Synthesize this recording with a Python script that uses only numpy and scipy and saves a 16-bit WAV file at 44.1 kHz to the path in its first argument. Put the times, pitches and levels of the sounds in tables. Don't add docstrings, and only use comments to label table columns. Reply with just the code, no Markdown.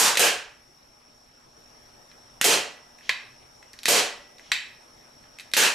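import sys
import numpy as np
from scipy import signal
from scipy.fft import rfft, irfft
from scipy.io import wavfile
from scipy.ndimage import uniform_filter1d, minimum_filter1d

SR = 44100
rng = np.random.default_rng(int(sys.argv[2]) if len(sys.argv) > 2 else 0)


def bounce(signal):
    frames = np.transpose(np.atleast_2d(signal))
    limited = np.clip(frames, -1, 1)
    pcm = np.round(limited * 32767).astype(np.int16)
    wavfile.write(sys.argv[1], SR, pcm)


N = 253134


def gain_of(db):
    return 10 ** (np.asarray(db) / 20)


def evened(x):
    return x / np.sqrt(np.mean(x ** 2) + 1e-20)


def read(points, hz):
    f, value = np.transpose(points)
    return np.interp(np.log(hz + 1), np.log(f + 1), value)


def add(mix, s, sound):
    part = mix[..., round(s * SR):][..., :sound.shape[-1]]
    part += sound[..., :part.shape[-1]]


def pair(size, same, shape_db, frame=1024):
    hop = frame // 4
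    hz = np.fft.rfftfreq(frame, 1 / SR)[:, None]
    t = np.arange(4 * size // frame + 5) * hop / SR
    a, b, c, d = rng.standard_normal((len(t), len(hz), 4)).T
    left, independent = a + 1j * b, c + 1j * d
    like = np.clip(read(same, hz), -1, 1)
    right = like * left + np.sqrt(1 - like ** 2) * independent
    spectra = np.array([left, right]) * gain_of(shape_db(hz, t))
    return signal.istft(spectra, nperseg=frame, noverlap=frame - hop)[1][:, :size]


# f/Hz, relative density/(dB per Hz)
HISS_COLOUR = [(15, -38), (25, 9.5), (88, -16), (124, 1), (179, -12), (239, -4.5), (310, -4.5), (598, -4),
               (681, -3.5), (4620, -17), (5550, -13), (6330, -20), (12200, -22), (13200, -41.5)]
# f/Hz, left-right likeness (1 is identical)
HISS_COHERENCE = [(60, 1), (180, 0.74), (550, 0.029), (1650, -0.059), (4970, 0.55), (15000, 0.26)]
# f/Hz, relative density/(dB per Hz)
WHINE_COLOUR = [(4900, -50.5), (5150, -25), (5400, 10), (5600, 6), (5800, 4), (5930, -10), (6000, -39)]
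# f/Hz, rms level/dB
HUM_TONES = [(43, -78.5), (120, -82.5), (240, -71.5), (600, -74.5), (840, -74), (1260, -77.5)]
HISS_DB, WHINE_DB = -55.5, -57.7
STEP_S, STEP_FADE_S, EARLY_HISS_DB, EARLY_WHINE_DB = 1.545, 0.068, -3, -3


def spectral_drift(hz, frames):
    patches = rng.standard_normal((len(frames), len(hz)))
    over_time = uniform_filter1d(patches, 10, 0)
    return evened(uniform_filter1d(over_time, 12, 1)).T


def background():
    t = np.arange(N) / SR
    before_step = np.clip(.5 - (t - STEP_S) / STEP_FADE_S, 0, 1)
    hiss = evened(pair(N, HISS_COHERENCE, lambda hz, f: read(HISS_COLOUR, hz) + 1.9 * spectral_drift(hz, f)))
    whine = evened(pair(N, HISS_COHERENCE, lambda hz, f: read(WHINE_COLOUR, hz) + 0 * f))
    flutter = evened(uniform_filter1d(uniform_filter1d(rng.standard_normal(N), 300), 300))
    waver = evened(uniform_filter1d(rng.standard_normal((len(HUM_TONES), N)), 9000, 1))
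    hum = np.zeros(N)
    for (hz, db), sway in zip(HUM_TONES, waver):
        tone = np.sqrt(2) * np.sin(2 * np.pi * (hz * t + rng.random()))
        hum += gain_of(db + 0.73 * sway) * tone
    room = (gain_of(HISS_DB) * hiss + hum) * gain_of(EARLY_HISS_DB * before_step)
    return room + whine * gain_of(WHINE_DB + EARLY_WHINE_DB * before_step + 0.5 * flutter)


SKIRT = 1.7


def strike(colour, tilt_db, rings):
    hz = abs(np.fft.fftfreq(8192, 1 / SR))
    octaves = np.log2(np.clip(hz, 300, 9000) / 3000)
    power = evened(gain_of(read(colour, hz) + tilt_db * octaves)) ** 2
    for modes, set_db, favoured_hz in rings:
        f, db, t60 = np.transpose(modes)[:, :, None]
        db = db - 11.4 * np.log2(f / favoured_hz) ** 2 + 0.39 * rng.standard_normal(f.shape)
        peaks = gain_of(db) / (1 + ((hz - f) * t60 / SKIRT) ** 2)
        resonance = evened(np.linalg.norm(peaks, axis=0))
        power = power + (gain_of(set_db) * resonance) ** 2
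    log_spectrum = np.conj(signal.hilbert(np.log(power + 1e-10) / 2))
    pulse = np.fft.ifft(np.exp(log_spectrum)).real[:4000]
    return pulse / np.linalg.norm(pulse)


# f/Hz, t60/s
ROOM_DECAY = [(125, 0.4), (350, 0.35), (900, 0.5), (2300, 0.46), (6000, 0.36), (13000, 0.25)]
# f/Hz, left-right likeness (1 is identical)
ROOM_COHERENCE = [(60, 0.99), (180, 0.83), (550, 0.8), (1650, 0.65), (4970, 0.81), (15000, 0.54)]


def echoes(gap_s, swell_s, early):
    tail = pair(round(.6 * SR), ROOM_COHERENCE, lambda hz, t: -60 * t / read(ROOM_DECAY, hz), frame=256)
    t = np.arange(tail.shape[1]) / SR
    onset = np.clip((t - gap_s) / swell_s, 0, 1)
    near_surfaces = 1 + early * np.exp(-t / 0.0094)
    tail = tail * onset * near_surfaces
    return tail / np.linalg.norm(tail[0])


def heard(blow, near, chatter_s, pan_db, room_db, tail):
    t = np.arange(600) / SR
    chatter = rfft(rng.standard_normal(600) * t * np.exp(-t / chatter_s))
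    chatter = irfft(chatter / abs(chatter) ** 0.15) * np.exp(-t / 0.0052)
    direct = np.convolve(near, chatter)
    sound = gain_of(room_db) * signal.fftconvolve(blow[None], tail, axes=1)
    add(sound, 0, np.array([direct, direct]) / np.linalg.norm(direct))
    return sound * gain_of([[pan_db / 2], [-pan_db / 2]])


# f/Hz, relative level/dB
WHIP_COLOUR = [(47, -46), (80, -33), (459, -7), (640, -10.5), (891, -0.5), (973, -4), (3140, -7),
               (6970, -7), (14500, -17), (15800, -61)]
# f/Hz, relative level/dB, nominal t60/s
HOLLOW_MODES = [(220, -2.5, 0.065), (343, -4, 0.012), (457, 4, 0.028), (575, 0, 0.05), (712, 3, 0.027)]
# f/Hz, relative level/dB, nominal t60/s
FACE_MODES = [(1050, 3.5, 0.0046), (1650, 5, 0.01), (2577, 2.5, 0.0038), (2860, 2, 0.0067),
              (3188, 10, 0.055), (4150, 7, 0.034), (5200, -14, 0.01), (6600, -6, 0.0088)]
# f/Hz, mean level re slap/dB, t60/s
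LINGERING_TONES = [(582.5, -50.5, 0.59), (1963, -58.5, 0.9), (2940, -70, 0.7)]


def slap(db, boom_db, boom_hz, face_db, spot_hz):
    rings = [(HOLLOW_MODES, boom_db, boom_hz), (FACE_MODES, face_db, spot_hz)]
    blow = strike(WHIP_COLOUR, 3, rings)
    sound = heard(blow, blow, chatter_s=0.00022, pan_db=-1.44, room_db=9.11,
                  tail=echoes(gap_s=0.0005, swell_s=0.0017, early=0.13))
    t = np.arange(sound.shape[1]) / SR
    hz, ring_db, t60 = np.transpose(LINGERING_TONES)[:, :, None]
    ring_db = ring_db + 4.0 * rng.standard_normal(hz.shape) - 60 * t / t60
    lingering = (gain_of(ring_db) * np.sin(2 * np.pi * hz * t)).sum(0)
    return gain_of(db) * (sound + lingering)


# t/s, slap level/dB, boom level/dB, boom f/Hz, face ring level/dB, f favoured by the spot/Hz
SLAP_EVENTS = [(0.0005, 16.5, -18.5, 383, -11.5, 1090), (0.1943, 15, -10.5, 525, -5.5, 2260),
               (2.4427, 18.5, -9, 450, -9, 3240), (3.880, 11, -17, 457, -8.5, 2500),
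               (3.884, 18.5, -9, 473, -13.5, 4200), (5.5673, 17.5, -14.5, 346, -4, 2000)]


def add_slaps(mix):
    for s, *row in SLAP_EVENTS:
        add(mix, s, slap(*row))


# f/Hz, relative level/dB
CRACK_COLOUR = [(300, -40), (1250, -14), (1600, 1), (4500, -3.5), (8000, -3.5), (13500, -12), (15500, -46)]
# f/Hz, relative level/dB, nominal t60/s
FRAME_MODES = [(1690, 9.5, 0.054), (1953, 9, 0.0069), (2507, 7.5, 0.0093), (3130, 1, 0.01),
               (3550, -4, .012), (3890, 4, 0.0058), (4510, 4, 0.012), (5420, -3, 0.0013)]
# f/Hz, relative level/dB, nominal t60/s
GRIP_MODES = [(140, -11, 0.025), (242, 2.5, 0.023), (523, -1.5, 0.012), (770, 0.5, 0.014),
              (1064, 7.5, 0.012)]
# f/Hz, relative level/dB, nominal t60/s
PEG_MODES = [(7530, -.5, 0.0074)]


def clack(db, tilt_db, favoured_hz, frame_db, grip_db=-24, grip_hz=900., peg_db=-22, room_db=-4.5,
          chatter_s=0.0011):
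    def pulse(more_grip_db, more_tilt_db):
        rings = [(FRAME_MODES, frame_db, favoured_hz), (GRIP_MODES, grip_db + more_grip_db, grip_hz),
                 (PEG_MODES, peg_db, 7500.)]
        return strike(CRACK_COLOUR, tilt_db + more_tilt_db, rings)

    off_walls = pulse(0, 0.5)
    direct = pulse(5.5, -1)
    tail = echoes(gap_s=0.0026, swell_s=0.002, early=1.55)
    return gain_of(db) * heard(off_walls, direct, chatter_s, -1.1, room_db, tail)


# t/s, blow level/dB, tilt/(dB per octave), favoured f/Hz
TICK_EVENTS = [(.154, -2, -2.5, 2500), (2.1147, -27.5, -5, 2500), (2.986, -28, -1, 2010),
               (3.008, -29, -13, 1500), (3.627, -25, -4, 2210), (3.732, -21.5, 2, 7000),
               (3.737, -25, -16, 1700), (3.789, -17, -2, 4600), (3.8322, -13.5, 10, 4340),
               (3.837, -20, -5, 4500), (3.851, -19, -10, 5500), (4.3832, -26.5, -4, 7000),
               (4.395, -23, -2, 2000), (5.239, -31.5, -9, 2500), (5.3861, -17, 0, 2600),
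               (5.397, -14, -2, 3570), (5.402, -22, 2, 2300), (5.407, -20, 6, 2300),
               (5.512, -35, -19, 2500), (5.5154, -23, 2, 3150)]


def add_ticks(mix):
    for s, *row in TICK_EVENTS:
        add(mix, s, clack(*row, frame_db=3, room_db=-4))


# t/s, bounce delay/s, blow level/dB,
# tilt/(dB per octave), favoured f/Hz, frame ring level/dB
RELEASE_EVENTS = [(0.1719, .0022, 5, -1, 3180, 2), (2.4130, 0.0012, 13.5, -0.5, 2100, -6),
                  (3.8561, .0015, 23, -0.6, 4350, 1), (5.5362, 0.0019, 21, -1.5, 4450, 0.5)]
BOUNCE_DB, BOUNCE_PITCH = -1.5, 0.74
RELEASE_ROOM_DB, EARLY_ROOM_DB = -2.2, 4


def add_releases(mix):
    for s, bounce_s, db, tilt_db, hz, frame_db in RELEASE_EVENTS:
        room_db = RELEASE_ROOM_DB + EARLY_ROOM_DB * (s < STEP_S)
        for late_s, more_db, lower in ((0, 0, 1), (bounce_s, BOUNCE_DB, BOUNCE_PITCH)):
            blow = clack(db + more_db, tilt_db, hz * lower, frame_db, grip_db=-20, grip_hz=430,
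                         room_db=room_db, chatter_s=0.00044)
            add(mix, s + late_s, blow)


# f/Hz, relative density/(dB per Hz)
RUB_SPECTRUM = [(900, -19), (2000, -12), (3100, -7), (4500, -13), (6500, -15), (8000, -31), (11000, -60)]
# length/s, level/dB
FINGER_STROKES = [(.09, -52), (.12, -56)]
STROKE_RISE_S, STROKE_STOP_S = 0.051, .015


def rub():
    t = np.arange(N) / SR
    hiss = evened(pair(N, ROOM_COHERENCE, lambda hz, f: read(RUB_SPECTRUM, hz) + 0 * f))
    envelope = np.zeros(N)
    for (length, db), (end, *_) in zip(FINGER_STROKES, RETURN_EVENTS):
        rise = (t - end + length) / STROKE_RISE_S
        stop = 1 + (end - t) / STROKE_STOP_S
        envelope += gain_of(db) * np.clip(np.minimum(rise, stop), 0, 1)
    return hiss * envelope


# t/s, blow level/dB, tilt/(dB per octave),
# favoured f/Hz, grip thud level/dB, peg ping level/dB, echo share level/dB
RETURN_EVENTS = [(3.0922, 8, -5, 2850, -6.5, -15, -3), (4.5172, 11, -3, 3030, -14, -6.5, -2.1)]


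def add_returns(mix):
    for s, db, tilt_db, hz, grip_db, peg_db, room_db in RETURN_EVENTS:
        blow = clack(db, tilt_db, hz, frame_db=9, grip_db=grip_db, grip_hz=850, peg_db=peg_db,
                     room_db=room_db, chatter_s=0.0019)
        add(mix, s, blow)


def scene():
    blows = np.zeros((2, N))
    add_slaps(blows)
    add_ticks(blows)
    add_releases(blows)
    add_returns(blows)
    bass_cut = signal.butter(2, 110., "highpass", fs=SR, output="sos")
    blows = signal.sosfilt(bass_cut, blows)
    return blows + rub() + background() * gain_of([[.4], [-.4]])


THRESHOLD_DB, LET_GO_DB_PER_S = -12.0, 132.0
EDGE_HZ = 15945


def record(dry):
    power = abs(uniform_filter1d((dry ** 2).mean(0), 60))
    power_db = 10 * np.log10(power + 1e-12)
    ahead_db = -minimum_filter1d(-power_db, size=161)
    fall = np.arange(N) * LET_GO_DB_PER_S / SR
    envelope_db = np.maximum.accumulate(ahead_db + fall) - fall
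    over_db = np.maximum(envelope_db - THRESHOLD_DB, 0)
    held = dry / gain_of(1.166 * uniform_filter1d(over_db, 40))
    low_pass = signal.firwin(255, EDGE_HZ, window=("kaiser", 9), fs=SR)
    return signal.oaconvolve(held, low_pass[None], "same")


dry = scene()
out = record(dry)
bounce(out)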